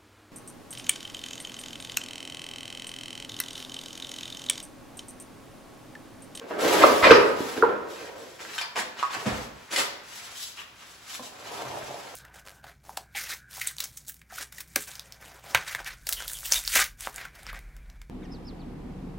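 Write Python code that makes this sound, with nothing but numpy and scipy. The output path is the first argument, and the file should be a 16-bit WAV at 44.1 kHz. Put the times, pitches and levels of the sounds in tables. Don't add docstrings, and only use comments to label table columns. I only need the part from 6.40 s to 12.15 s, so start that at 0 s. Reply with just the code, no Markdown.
import sys
import numpy as np
from scipy import signal
from scipy.fft import rfft, irfft
from scipy.io import wavfile

SR = 44100
rng = np.random.default_rng(int(sys.argv[2]) if len(sys.argv) > 2 else 0)


def dump_mix(stems):
    frames = np.atleast_2d(stems).T
    limited = np.clip(frames, -1, 1)
    pcm = np.round(limited * 32767).astype(np.int16)
    wavfile.write(sys.argv[1], SR, pcm)


N = 253575
NOW = np.arange(N) / SR
AGE = NOW[:SR]

# freq_hz, t60_s
ROOM_DECAY = [(80, 0.73), (350, 0.78), (1200, 0.74), (2500, 0.57), (5000, 0.58), (9000, 0.28),
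              (16000, 0.52)]
# freq_hz, left_minus_right_db
PORT_BALANCE = [(100, 0), (500, -0.5), (1100, -2), (2000, -1), (4000, 4.5), (7000, 0.5), (11000, 0.5)]
# freq_hz, density_db
ROOM_TONE_COLOUR = [(20, -15), (60, 0), (150, -4), (400, -7.5), (1500, -5.5), (5000, -14), (16000, -24)]
SLOSH_COLOUR = [(40, -38), (100, -21), (170, -17.5), (240, -13), (290, -9.5), (370, -2.5), (600, -3),
                (740, -9.5), (1000, -13.5), (1500, -15), (3000, -27.5), (8000, -52)]
SPRAY_COLOUR = [(200, -21), (800, 10), (2000, 5.5), (4500, 1), (7000, -2), (10000, -3.5), (15500, -12)]
CHAFE_COLOUR = [(200, -40), (550, -17.5), (740, -21.5), (950, -2), (1300, -8), (2000, -8), (3000, -19),
                (4000, -21), (5000, -22), (6500, -38), (15000, -53)]
TICK_COLOUR = [(400, -39), (900, -41.5), (1600, -8), (2400, -1), (3100, -0.5), (4000, -3.5), (4900, -4),
               (6000, -10), (9000, -10), (16000, -29)]
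SLAP_COLOUR = [(60, -44.5), (200, -11), (400, -0.5), (800, -1), (2200, 1), (4000, -3), (6000, -4.5),
               (9000, -1.5), (12000, -11), (16000, -17)]
RASP_COLOUR = [(60, -33), (150, -12), (400, -8.5), (900, 1), (1500, 3.5), (2500, 1), (4500, -7.5),
               (8000, -14.5), (16000, -40)]
HISS_COLOUR = [(1000, -25), (2300, -8.5), (3000, 2), (4800, 0.5), (6200, 0.5), (8200, -0.5), (11000, -4.5),
               (15500, -13.5)]
JUDDER_COLOUR = [(50, -30), (130, -4), (230, -10), (400, 5), (490, 0), (620, 4.5), (850, 3.5), (1150, -3.5),
                 (2500, -24.5), (6000, -51)]
# pitch_hz, level_db, t60_s
BUCKET_MODES = [(249, -14.5, 1), (346, -1, 0.59), (414, 4.5, 0.57), (459, -3, .35), (526, -9, 0.62),
                (586, -11, 0.2), (624, -5.5, 0.47), (952.5, 0, 0.2), (995, -8.5, 0.23), (1170, -10.5, 0.29),
                (1225, -25.5, 0.27), (1214, -8.5, 0.36), (1540, -22, .35), (1600, -14, 0.23)]
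# pitch_hz, level_db, t60_s
WALL_MODES = [(56, -1, .28), (91.4, -5.5, 0.35), (133, 5, 0.14), (199.6, -5, 0.21), (229.8, 2, 0.17),
              (266, -2, 0.13), (332, -15.5, 0.089), (497.5, -3, 0.23), (620, 2, .12)]
# start_s, swell_s, level_db
GUSHES = [(0, 0.0041, -43), (.09, 0.023, -32), (.16, 0.092, -26.5), (.26, 0.17, -21.5), (.615, .04, -19),
          (1.16, 0.011, -36), (1.225, 0.017, -31), (1.59, 0.028, -42.5), (1.72, .03, -45),
          (1.98, .014, -51)]
# start_s, length_s, swell_s, release_s, level_db
SQUEEZES = [(0.063, 0.14, 0.027, 0.027, -59), (0.176, 0.31, 0.054, 0.2, -35.5),
            (0.928, 0.25, 0.069, 0.03, -46.5)]
# start_s, level_db, length_s, squeak_hz, squeak_relative_db
CHAFES = [(0.411, -21.5, 0.041, 2420, -9), (0.623, -17.5, 0.037, 1230, -2),
          (0.631, -17.5, 0.052, 2380, -4.5), (0.681, -19.5, 0.086, 4934, -13),
          (0.704, -8.5, 0.015, 2620, -2.5), (2.172, -42, 0.061, 3170, -5),
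          (2.211, -41.5, 0.054, 4720, -3.5), (4.169, -47.5, 0.055, 2800, 5)]
# start_s, clack_db, clack_hz, boom_db, boom_hz, ring_db
KNOCKS = [(0.4376, 1.5, 1197, -1.5, 598, -23.5), (.667, -29.5, 1067, -7.5, 582, -33),
          (0.7065, -1, 1495, 5.5, 452, -24), (.719, 1, 1245, -3, 430, -33),
          (.777, -18, 1200, -14, 348, -30.5), (1.002, -26, 880, -17.5, 303, -50.5),
          (1.175, -28, 1580, -18, 415, -43), (1.2244, -4, 1375, -8, 455, -32.5),
          (1.235, -6, 970, -13.5, 412, -33)]
# start_s, level_db, pitch_hz, t60_s, tick_db
SOCKET_TAPS = [(2.051, -31, 1670, 0.016, -44), (2.181, -26, 1556, 0.034, -24), (2.187, -21, 3120, .02, -30),
               (2.213, -28, 890, 0.042, -23), (2.216, -36, 4780, 0.15, -41),
               (2.628, -15, 1123, 0.099, -31.5), (2.743, -24.5, 1520, 0.026, -34),
               (3.361, -23, 2040, 0.049, -14.5), (4.795, -32, 1014, 0.037, -56),
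               (5.116, -31, 514, 0.058, -41), (5.220, -25.5, 707, 0.04, -34), (5.508, -27, 650, 0.03, -48),
               (5.543, -26.5, 694, 0.037, -39)]
# start_s, level_db, swell_s, soft_above_hz, stiff_below_hz
THUDS = [(0.707, -32.5, 0.0012, 100, 45), (2.359, -29, 0.0107, 500, 238), (2.856, -18.5, 0.0096, 604, 134),
         (2.896, -26.5, 0.011, 120, 40), (3.368, -40, 0.012, 311, 99.4), (4.790, -29.5, 0.004, 400, 280),
         (5.219, -35, 0.031, 201, 80), (5.41, -37, .015, 162, 80)]
# start_s, level_db, swell_s, fade_s, dull_above_hz
SLAPS = [(2.352, -25, 0.0073, 0.029, 1500), (2.360, -25.5, 0.026, 0.022, 5840),
         (2.854, -26.5, 0.0064, 0.078, 890), (3.300, -27, 0.03, 0.046, 9130),
         (3.36, -19.5, 0.032, 0.027, 9160)]
# start_s, length_s, swell_s, rasp_db, hiss_db
STROKES = [(1.462, 0.21, 0.054, -45, -52.5), (1.657, 0.29, 0.16, -54, -55),
           (1.977, 0.19, 0.017, -44, -50.5), (2.114, 0.083, 0.058, -38, -44),
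           (2.558, 0.099, 0.022, -38.5, -53), (2.688, 0.052, 0.044, -33, -46),
           (2.754, .28, 0.036, -46, -48.5), (3.102, .5, .1, -54.5, -64.5), (3.598, 0.34, .14, -46, -48),
           (3.91, 0.16, 0.07, -54, -40), (4.151, 0.038, 0.038, -50.5, -45),
           (4.344, 0.42, 0.069, -53.5, -56), (4.626, 0.13, 0.082, -48, -44),
           (4.817, 0.032, 0.019, -51, -42), (4.883, 0.92, 0.24, -43, -49)]
# start_s, length_s, swell_s, level_db
PUSHES = [(2.71, 0.18, 0.054, -44), (3.6, 0.27, .1, -63.5), (4.66, 0.5, 0.32, -49),
          (4.972, 0.72, .22, -39.5)]


def amp(db):
    return 10 ** (np.asarray(db) / 20)


def unit(x):
    return x / np.sqrt(np.mean(x ** 2) + 1e-20)


def curve_at(points, hz):
    freqs, values = np.transpose(points)
    return np.interp(np.log(hz + 1), np.log(freqs), values)


def add(mix, start_s, sound):
    part = mix[round(start_s * SR):][:len(sound)]
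    part += sound[:len(part)]


def tint(x, colour, size=4096):
    log_gain = np.log(amp(curve_at(colour, abs(np.fft.fftfreq(size, 1 / SR)))))
    response = np.exp(np.conj(signal.hilbert(log_gain)))
    taps = np.fft.ifft(response).real[:size // 2]
    return signal.oaconvolve(x, taps / np.linalg.norm(taps))[:len(x)]


def grains(per_s, spread_db, size=N):
    height = amp(spread_db * np.minimum(rng.exponential(1, size), 4))
    return unit(height * rng.standard_normal(size) * (rng.random(size) < per_s / SR))


def clumps(depth_db, per_s):
    knots = unit(rng.standard_normal(4096))
    return amp(depth_db * np.interp(NOW * per_s, np.arange(len(knots)), knots))


def envelope(start_s, length_s, swell_s, release_s, ease_db_per_s=0):
    age = np.maximum(NOW - start_s, 0)
    held = amp(-ease_db_per_s * np.maximum(age - swell_s, 0))
    return np.minimum(age / swell_s, 1) * held * np.exp(-np.maximum(age - length_s, 0) / release_s)


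def together(gains):
    return np.sqrt(sum(gain ** 2 for gain in gains))


def ring(hz, t60_s):
    return np.sin(2 * np.pi * hz * AGE) * np.exp(-np.log(1000) * AGE / t60_s)


def blow(hz, swell_s):
    return np.sin(2 * np.pi * hz * AGE) * AGE / swell_s * np.exp(1 - AGE / swell_s)


def room_tone(level_db=-55):
    air = np.array([tint(rng.standard_normal(N), ROOM_TONE_COLOUR) for _ in range(2)])
    return amp(level_db) * (air + .5 * air[::-1])


def room_tail(slot=SR // 2000):
    echoes = np.zeros((2, SR))
    slots = np.arange(SR // 300, SR - slot, slot)
    arrivals = slots + rng.integers(0, slot, (2, len(slots)))
    np.put_along_axis(echoes, arrivals, rng.choice([-1., 1.], arrivals.shape), 1)
    echoes *= 1 + 2.43 * np.exp(-AGE / 0.0099)
    hz, t, bands = signal.stft(echoes, SR, nperseg=256)
    alike = 1 / (1 + (hz[:, None] / 300) ** 2)
    bands[1] = alike * bands[0] + np.sqrt(1 - alike ** 2) * bands[1]
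    decay = np.exp(-np.log(1000) * t / curve_at(ROOM_DECAY, hz)[:, None])
    tail = signal.istft(bands * decay, SR)[1]
    return tail / np.linalg.norm(tail[0])


def room_echoes(x, moves_per_s, patterns=5):
    out = np.zeros((2, N))
    for k in range(patterns):
        away = abs((moves_per_s * NOW - k + patterns / 2) % patterns - patterns / 2)
        share = np.cos(np.pi / 2 * np.minimum(away, 1))
        out += signal.fftconvolve((x * share)[None], room_tail(), axes=1)[:, :N]
    return out


def wall_thuds():
    out = np.zeros(N)
    for start, db, swell, soft_hz, stiff_hz in THUDS:
        onset = 1 - np.exp(-AGE / swell)
        for hz, mode_db, t60 in WALL_MODES:
            reach = 1 / (1 + (hz / soft_hz) ** 2) / (1 + (stiff_hz / hz) ** 4)
            late = swell * rng.random()
            add(out, start + late, amp(db + mode_db) * reach * ring(hz, t60) * onset)
    return out


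def socket_taps():
    out = np.zeros(N)
    for start, db, hz, t60, tick_db in SOCKET_TAPS:
        cluster = ring(hz, t60) + .35 * (ring(hz * .9, t60) + ring(hz * 1.11, t60))
        rattle = tint(rng.standard_normal(SR) * np.exp(-AGE / 0.0049), TICK_COLOUR)
        add(out, start, amp(db) * cluster + amp(tick_db) * rattle)
    low_cut = signal.butter(2, 500, "high", fs=SR, output="sos")
    return signal.sosfilt(low_cut, out)


def plastic_chafes():
    out = np.zeros(N)
    for start, db, length, squeak_hz, squeak_db in CHAFES:
        slips = grains(per_s=5000, spread_db=.8, size=SR)
        squeak = unit(signal.oaconvolve(slips, ring(squeak_hz, t60_s=.004))[:SR])
        grip = np.clip(np.minimum(AGE, length - AGE) / 0.0071, 0, 1)
        add(out, start, amp(db) * grip * (tint(slips, CHAFE_COLOUR) + amp(squeak_db) * squeak))
    return out


def bucket_ring():
    return sum(amp(db) * np.pad(ring(hz, t60), (rng.integers(SR // 100), 0))[:SR]
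               for hz, db, t60 in BUCKET_MODES)


def bucket_slosh(settle_s=0.13):
    flow = together(amp(db) * envelope(start, swell, swell, settle_s) for start, swell, db in GUSHES)
    churn = grains(per_s=1800, spread_db=1.9) * flow
    body = bucket_ring()
    ringing = signal.oaconvolve(churn, body / np.linalg.norm(body))[:N]
    return tint(churn, SLOSH_COLOUR) + amp(-10.5) * ringing


def wringer_spray():
    squeeze = together(amp(db) * envelope(*timing) for *timing, db in SQUEEZES)
    drops = tint(grains(per_s=9000, spread_db=-1.0), SPRAY_COLOUR)
    return drops * squeeze * clumps(depth_db=2.5, per_s=100)


def bucket_knocks():
    out = np.zeros(N)
    for start, clack_db, clack_hz, boom_db, boom_hz, ring_db in KNOCKS:
        add(out, start, amp(clack_db) * blow(clack_hz, swell_s=.0012))
        add(out, start + 0.00312, amp(boom_db) * blow(boom_hz, swell_s=0.0022))
        add(out, start, amp(ring_db) * bucket_ring())
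    return out


def mop_slaps():
    out = np.zeros(N)
    for start, db, swell, fade, dull_hz in SLAPS:
        swarm = np.minimum(AGE / swell, 1) * np.exp(-np.maximum(AGE - swell, 0) / fade)
        landings = tint(grains(per_s=6000, spread_db=1.0, size=SR), SLAP_COLOUR)
        pole = np.exp(-2 * np.pi * dull_hz / SR)
        splat = signal.lfilter([1 - pole], [1, -pole], landings)
        add(out, start, amp(db) * swarm * unit(splat))
    return out


def mop_scrub(strand_stop_s=0.028, judder_stop_s=0.14, arm_ease_db_per_s=10.5):
    grit = grains(per_s=3000, spread_db=3.0) * clumps(depth_db=3.0, per_s=120)
    film = grains(per_s=14000, spread_db=2.5) * clumps(depth_db=3.0, per_s=70)
    jolts = grains(per_s=900, spread_db=1.5) * clumps(depth_db=4.0, per_s=35)
    moves = [(envelope(*timing, strand_stop_s, arm_ease_db_per_s), rasp_db, hiss_db)
             for *timing, rasp_db, hiss_db in STROKES]
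    pressure = together(amp(db) * envelope(*timing, judder_stop_s, arm_ease_db_per_s)
                        for *timing, db in PUSHES)
    rasp = tint(grit, RASP_COLOUR) * together(speed * amp(db) for speed, db, _ in moves)
    hiss = tint(film, HISS_COLOUR) * together(speed * amp(db) for speed, _, db in moves)
    judder = tint(jolts, JUDDER_COLOUR) * pressure
    return rasp + amp(3.5) * hiss + judder


def scene():
    wringing = amp(3.5) * bucket_slosh() + amp(9.0) * wringer_spray() + plastic_chafes()
    sources = [wringing, bucket_knocks(), socket_taps() + wall_thuds(), mop_slaps() + mop_scrub()]
    echo_db = [3, -1.5, -0.5, 3.5]
    direct = [x / np.hypot(1, amp(db)) for x, db in zip(sources, echo_db)]
    into_room = sum(x * amp(db) for x, db in zip(direct, echo_db))
    return sum(direct) + room_echoes(into_room, moves_per_s=22) + room_tone()


def share_treble(spectra, hz, from_hz=7000, fade_hz=900, lag_s=.000235):
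    above_hz = np.maximum(hz - from_hz, 0)
    alike = np.minimum(above_hz / fade_hz, 1)
    left, right = spectra
    blend = alike * left + (1 - alike) * right
    return np.array([left, blend * np.exp(2j * np.pi * above_hz * lag_s)])


def record(dry, low_cut_hz=45, band_limit_hz=15900):
    hz = np.fft.rfftfreq(N, 1 / SR)
    lean_db = curve_at(PORT_BALANCE, hz) / 2
    heard = irfft(share_treble(rfft(dry), hz) * amp([lean_db, -lean_db]), N)
    heard = signal.sosfilt(signal.butter(2, low_cut_hz, "high", fs=SR, output="sos"), heard)
    clipped = np.clip(heard, -1, 1)
    band_limit = signal.firwin(511, band_limit_hz, window=("kaiser", 9), fs=SR)
    return signal.oaconvolve(clipped, band_limit[None], "same")


dry = scene()
out = record(dry)
dump_mix(out)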